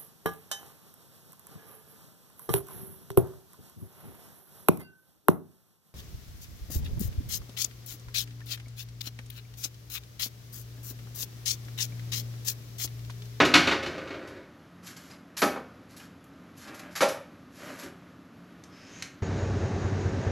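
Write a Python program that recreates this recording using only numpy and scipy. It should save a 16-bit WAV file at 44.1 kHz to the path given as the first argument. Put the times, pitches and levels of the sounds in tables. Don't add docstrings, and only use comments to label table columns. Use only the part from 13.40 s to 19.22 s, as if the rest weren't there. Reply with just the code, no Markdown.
import sys
import numpy as np
from scipy import signal
from scipy.fft import rfft, irfft, next_fast_len
from scipy.io import wavfile

SR = 44100
rng = np.random.default_rng(int(sys.argv[2]) if len(sys.argv) > 2 else 0)


def transcribe(u):
    v = np.clip(np.atleast_2d(u).T, -1, 1)
    q = np.round(v * 32767).astype(np.int16)
    wavfile.write(sys.argv[1], SR, q)


N = 256662
TIME = np.arange(N) / SR
HZ = np.maximum(np.fft.rfftfreq(N, 1 / SR), 1)

# (frequency [Hz], relative level [dB], t60 [s])
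TRAY_MODES = [(347, 6.5, .2), (542, 11.5, 0.21), (1182, -1.5, 0.3), (1276, -1.5, 0.35), (1476, 5, 0.17),
              (1570, -4, 0.35), (1915, -9, 0.65), (2204, 1.5, 0.2), (2576, 1.5, 0.1), (2720, -1, 0.1),
              (2920, -1, 0.1165), (3540, -1.5, 0.11), (3730, -4, 0.083), (4100, -17, .25),
              (4198, -12, 0.18), (4540, -21, 0.62), (4550, -17, 0.18)]


def undb(db):
    return 10 ** (np.asarray(db) / 20)


def unit(x):
    return x / np.sqrt(np.mean(x ** 2) + 1e-18)


def add(out, start_s, x):
    i = max(int(start_s * SR), 0)
    out[i:i + len(x)] += x[:N - i]


def convolve(x, response):
    return signal.fftconvolve(x, response / np.linalg.norm(response))[:N]


def butter(x, hz, kind):
    return signal.sosfilt(signal.butter(2, hz, kind, fs=SR, output="sos"), x)


def colour(x, points, tilt_db_oct=0):
    size = next_fast_len(len(x) // 2 + 1024) * 2
    octave = np.log2(np.maximum(np.fft.rfftfreq(size, 1 / SR), 20))
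    hz, db = np.transpose(points)
    curve_db = np.interp(octave, np.log2(hz), db) + tilt_db_oct * np.maximum(octave, np.log2(400))
    cepstrum = irfft(np.log(unit(undb(curve_db))))
    cepstrum[1:size // 2] *= 2
    cepstrum[size // 2 + 1:] = 0
    return irfft(rfft(x, size) * np.exp(rfft(cepstrum)))[:len(x)]


def band(hz, width_hz):
    return unit(irfft(rfft(rng.standard_normal(N)) / (1 + (2 * (HZ - hz) / width_hz) ** 2), N))


def grains(size, per_s, spread_db):
    present = rng.random(size) < per_s / SR
    sign = rng.choice([-1, 1], size)
    strength = np.minimum(rng.exponential(size=size), 4)
    return unit(present * sign * undb(spread_db * strength))


def fade(t, t60_s):
    return np.exp(-np.log(1000) * t / t60_s)


def ring(modes, detune, favoured_hz, focus_db_oct):
    hz, db, t60_s = np.transpose(modes)[:, :, None]
    t = TIME[:SR]
    gain = undb(db - focus_db_oct * np.abs(np.log2(hz / favoured_hz)))
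    partner_hz = hz + detune * np.sqrt(hz) * rng.standard_normal(hz.shape)
    main, partner = (np.sin(2 * np.pi * (f * t + rng.random(hz.shape))) for f in (hz, partner_hz))
    return (gain * (main + partner / 2) * fade(t, t60_s)).sum(0) / np.linalg.norm(gain)


def drone():
    # (frequency [Hz], relative density [dB])
    spectrum = [(25, -30.5), (85, -8.5), (140, -4), (270, -3.5), (420, -12.5), (600, -13), (900, -19.5),
                (1250, -14.5), (2300, -24), (6600, -36), (9200, -46.5), (11700, -35.5), (14000, -60.5)]
    # (frequency [Hz], width [Hz], level [dB])
    booms = [(95, 40, -66), (176.6, 5.8, -60), (278, 53, -60)]
    air_db = -52.5 + 0.5 * band(0, width_hz=6)
    air = colour(rng.standard_normal(N), spectrum) * undb(air_db)
    return air + sum(undb(db) * band(hz, width_hz) for hz, width_hz, db in booms)


def kitchen(x, wet_db, low_t60_s, high_t60_s):
    t = TIME[:SR]
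    echoes = grains(SR, per_s=6000, spread_db=1.7) * (1 - np.exp(-(t / 0.0045) ** 2))
    low = butter(echoes, 2500, "low") * fade(t, low_t60_s)
    high = butter(rng.permutation(echoes), 2500, "high") * fade(t, high_t60_s)
    return x + undb(wet_db) * convolve(x, low + high)


def dish(t60_s):
    # (time [s], level [dB], pitch [Hz])
    ticks = [(1.712, -47, 4930), (2.599, -49, 2870), (2.603, -50, 2480)]
    out = np.zeros(N)
    for s, db, hz in ticks:
        add(out, s, undb(db) * ring([(hz, 0, t60_s)], detune=1.8, favoured_hz=hz, focus_db_oct=0))
    return out


def lips():
    # (time [s], level [dB], tilt [dB/oct])
    smacks = [(5.2373, -46.5, 8), (5.6237, -28.5, 4.5)]
    # (frequency [Hz], relative density [dB])
    spectrum = [(300, 6), (1100, -2), (1600, 5.5), (2800, 3.5), (4200, -3), (6000, -0.5), (8000, -15),
                (11500, -20.5), (14000, -41)]
    close_s, slip_s, part_s = 5.29, 5.485, 5.615
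    attack_s, slip_width_s, rise_db_per_s = 0.046, 0.055, 32
    narrowed = (1 + np.tanh((TIME - slip_s) / slip_width_s)) / 2
    whistle = (1 - narrowed) * band(5150, width_hz=300) + narrowed * band(6400, width_hz=900)
    fizz = colour(grains(N, per_s=4000, spread_db=2.6), spectrum)
    suction = np.clip((TIME - close_s) / attack_s, 0, 1)
    suction *= undb(-rise_db_per_s * np.maximum(part_s - TIME, 0))
    suction *= fade(np.maximum(TIME - part_s, 0), t60_s=0.35)
    out = suction * (undb(-54.5) * whistle + undb(-51) * fizz)
    t = TIME[:SR // 8]
    for s, db, tilt in smacks:
        burst = rng.standard_normal(len(t)) * fade(t, t60_s=0.035)
        add(out, s, undb(db) * colour(burst, spectrum, tilt))
    return out


def strokes(rows):
    return sum(undb(db) * np.sin(np.pi * np.clip((TIME - s) / length_s, 0, 1)) ** 1.04
               for s, length_s, db in rows)


def paper():
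    # (time [s], level [dB], tilt [dB/oct], length [s])
    crinkles = [(1.463, -45, 1, 0.027), (1.563, -45, -1.5, 0.02), (1.7, -51, -4.5, 0.048),
                (1.967, -34, 0, 0.039), (1.984, -39.5, 16, 0.086), (2.562, -48.5, 2.5, 0.032),
                (2.596, -48.5, -5, 0.016), (2.838, -56.5, 9.5, 0.0093), (3.172, -52.5, 3.5, 0.018),
                (3.271, -45.5, -6, 0.033), (3.342, -47, 0, 0.02), (3.392, -41, -2, 0.012),
                (3.552, -32.5, -2.5, 0.038), (4.386, -44.5, 0, 0.028), (4.428, -47, -1.5, 0.025)]
    # (frequency [Hz], relative density [dB])
    spectrum = [(200, -19), (600, -10), (1500, 4.5), (3000, 0.5), (5500, 3.5), (7500, 1), (9200, -7.5),
                (11500, 3.5), (13000, -11.5), (15000, -40)]
    # (start [s], length [s], level [dB])
    handling = [(1.42, .13, -50), (1.53, 0.23, -58), (2.48, 0.087, -59.5), (2.59, 0.085, -58),
                (3.15, .15, -53.5), (3.32, 0.098, -56.5), (3.5, 0.056, -57.5), (4.1, 0.33, -53),
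                (4.37, 0.13, -52.5)]
    # (start [s], length [s], relative level [dB])
    drags = [(3.23, 0.14, -44), (3.32, .23, -46.5), (4.16, 0.24, -42), (4.37, 0.13, -43.5)]
    # (frequency [Hz], relative density [dB])
    drag_spectrum = [(150, -24), (270, 4.5), (420, -10.5), (620, -1.5), (800, -13), (1500, -8),
                     (2400, -13.5), (4500, -28), (9000, -37)]
    out, t = np.zeros(N), TIME[:SR // 4]
    for s, db, tilt, length_s in crinkles:
        envelope = np.exp(-(t / length_s) ** 2) * (1 - np.exp(-t / 0.0035))
        shower = grains(len(t), per_s=5000, spread_db=1.3) * envelope
        add(out, s, undb(db) * colour(shower, spectrum, tilt))
    rustle = colour(grains(N, per_s=3300, spread_db=1.9) * strokes(handling), spectrum, tilt_db_oct=-1.4)
    scrape = colour(grains(N, per_s=1300, spread_db=1.4) * strokes(drags), drag_spectrum)
    return out + rustle + undb(-3) * scrape


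def strikes(hits, modes, spectrum, detune, focus_db_oct, weight, contact_s, crash_t60_s,
            tail_db, tail_t60_s):
    # (frequency [Hz], relative level [dB], t60 [s])
    counter_modes = [(81, -14, 1), (111, -16.5, 0.65), (144.7, -8.5, 0.35), (176.7, -1.5, 0.2),
                     (255.5, -3, 0.46), (303, 1.5, 0.19), (355.5, 5.5, .2), (388.3, -3, 0.23)]
    out, t = np.zeros(N), TIME[:SR]
    for s, db, tilt, ring_db, favoured_hz, thump_db in hits:
        crash = colour(grains(SR, per_s=9000, spread_db=2.64) * fade(t, crash_t60_s), spectrum, tilt)
        tail = colour(rng.standard_normal(SR) * fade(t, tail_t60_s), spectrum, tilt - 1.5)
        body = ring(modes, detune, favoured_hz, focus_db_oct) * (1 - np.exp(-t / 0.0015))
        thump = ring(counter_modes, detune=0.98, favoured_hz=306, focus_db_oct=0.7 / weight)
        thump *= 1 - np.exp(-t / 0.0088)
        blow = crash + undb(tail_db) * tail + undb(ring_db) * body + undb(thump_db - 2) * thump
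        rise_s = contact_s * undb(-0.3 * (db + 20.5))
        add(out, s, undb(db) * blow * (1 - np.exp(-t / rise_s)))
    return out


def pot(t60_s):
    # (time [s], level [dB], tilt [dB/oct], ring [dB], favoured pitch [Hz], relative thump [dB])
    hits = [(2.018, -21, 0.5, -1.5, 1260, -4.5), (2.024, -21, -5, 4.5, 835, -6),
            (2.043, -39, -15, -3, 820, 16), (2.16, -33, -6, -5, 880, -17),
            (3.606, -20.5, -1, -18, 1780, -22), (3.614, -22, 1, -11.5, 1410, -27),
            (3.622, -27.5, -4.5, 13, 570, -24), (3.685, -35, 4.5, -20, 1200, -6)]
    # (frequency [Hz], relative level [dB])
    partials = [(255, -15), (484, -2.5), (565, 3.5), (600, -0.5), (805, 0.5), (920, -6.5), (1168, -18),
                (1292, -5.5), (1555, -14), (1755, -9), (2226, 4.5), (2542, -2)]
    # (frequency [Hz], relative density [dB])
    slap_spectrum = [(100, -28.5), (200, -4.5), (380, -9), (700, -6.5), (1400, -5.5), (2400, -11),
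                     (3500, -15), (6000, -16.5), (9000, -28), (11500, -21), (14000, -49)]
    modes = [(hz, db, t60_s) for hz, db in partials]
    return strikes(hits, modes, slap_spectrum, detune=0.99, focus_db_oct=10, weight=0.089,
                   contact_s=0.0007, crash_t60_s=0.19, tail_db=-18, tail_t60_s=0.34)


def rocking():
    # (frequency [Hz], relative density [dB])
    spectrum = [(40, -11), (85, -2.5), (200, -8), (360, 4.5), (450, -3.5), (560, 2.5), (750, -11.5),
                (1280, -8), (1900, -9), (2800, -20), (4400, -23), (9000, -41.5), (13000, -48)]
    start_s, flat_s = 0.43, 0.98
    start_db, sag_db_per_s, stop_db_per_s = -38.5, 17, 104
    lost_db = sag_db_per_s * (TIME - start_s) + stop_db_per_s * np.maximum(TIME - flat_s, 0)
    contacts = grains(N, per_s=2500, spread_db=2.1) * undb(start_db - lost_db) * (TIME >= start_s)
    sheet = ring(TRAY_MODES, detune=0.41, favoured_hz=1800, focus_db_oct=6)
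    return colour(contacts, spectrum) + undb(-15) * convolve(contacts, sheet)


def tray():
    # (time [s], level [dB], tilt [dB/oct], ring [dB], relative thump [dB])
    blows = [(0.001, -12.5, -3.5, -7.5, 2.5), (0.013, -23, -2, 4.5, 0), (0.049, -25.5, 4.5, 2, -4),
             (0.139, -12, 1.5, 1, 2.5), (0.153, -14, 0.5, -6, 0.5), (0.21, -38.5, 1.5, -12, 15),
             (0.272, -20, -1, -0.5, -5.5), (0.311, -23, -1.5, -3, -7), (0.318, -24, -3, -2.5, -2),
             (0.4274, -36, 2, 5, -8), (0.46, -31, 0, -6, 3), (0.578, -37, -3, -1.5, -6),
             (0.673, -42.5, -0.5, -2, -19), (0.704, -37.5, -3.5, -5, -13), (0.74, -38, -4, -15, -2),
             (0.873, -50, 9, -12, -2), (4.44, -47, -13.5, 1, 12)]
    # (frequency [Hz], relative density [dB])
    sheet_spectrum = [(100, -17), (300, -2.5), (450, -4), (1000, -3.5), (1400, -1), (2600, 0.5),
                      (4500, -6.5), (6500, -13.5), (9000, -29), (11500, -26.5), (14000, -49)]
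    neutral_hz, oct_per_tilt = 2320, 0.15
    hits = [(s, db, tilt, ring_db, neutral_hz * 2 ** (oct_per_tilt * tilt), thump_db)
            for s, db, tilt, ring_db, thump_db in blows]
    return strikes(hits, TRAY_MODES, sheet_spectrum, detune=0.6, focus_db_oct=6, weight=0.81,
                   contact_s=0.0011, crash_t60_s=0.14, tail_db=-13, tail_t60_s=0.61)


def scene():
    knocks = tray() + pot(t60_s=0.18)
    quiet = paper() + dish(t60_s=0.05) + lips()
    loud = kitchen(knocks + rocking(), wet_db=-5.5, low_t60_s=0.43, high_t60_s=0.3)
    mid = loud + kitchen(quiet, wet_db=-3.5, low_t60_s=0.51, high_t60_s=0.29) + drone()
    scatter = grains(SR // 25, per_s=20000, spread_db=0.68)
    side_db = np.interp(HZ, [25, 125, 2000, 5000, 9000, 12000], [-16, -44, -41, -29, -23, -4])
    side = irfft(rfft(convolve(mid, scatter)) * undb(side_db), N)
    return np.array([mid + side, mid - side])


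def record(dry):
    bass_hz, notch_hz, top_hz = 50, 9120, 14400
    thinned = butter(dry, bass_hz, "high")
    notched = signal.lfilter(*signal.iirnotch(notch_hz, Q=20, fs=SR), thinned)
    return signal.sosfilt(signal.ellip(8, 0.2, 70, top_hz, fs=SR, output="sos"), notched)


dry = scene()
out = record(dry)
transcribe(out)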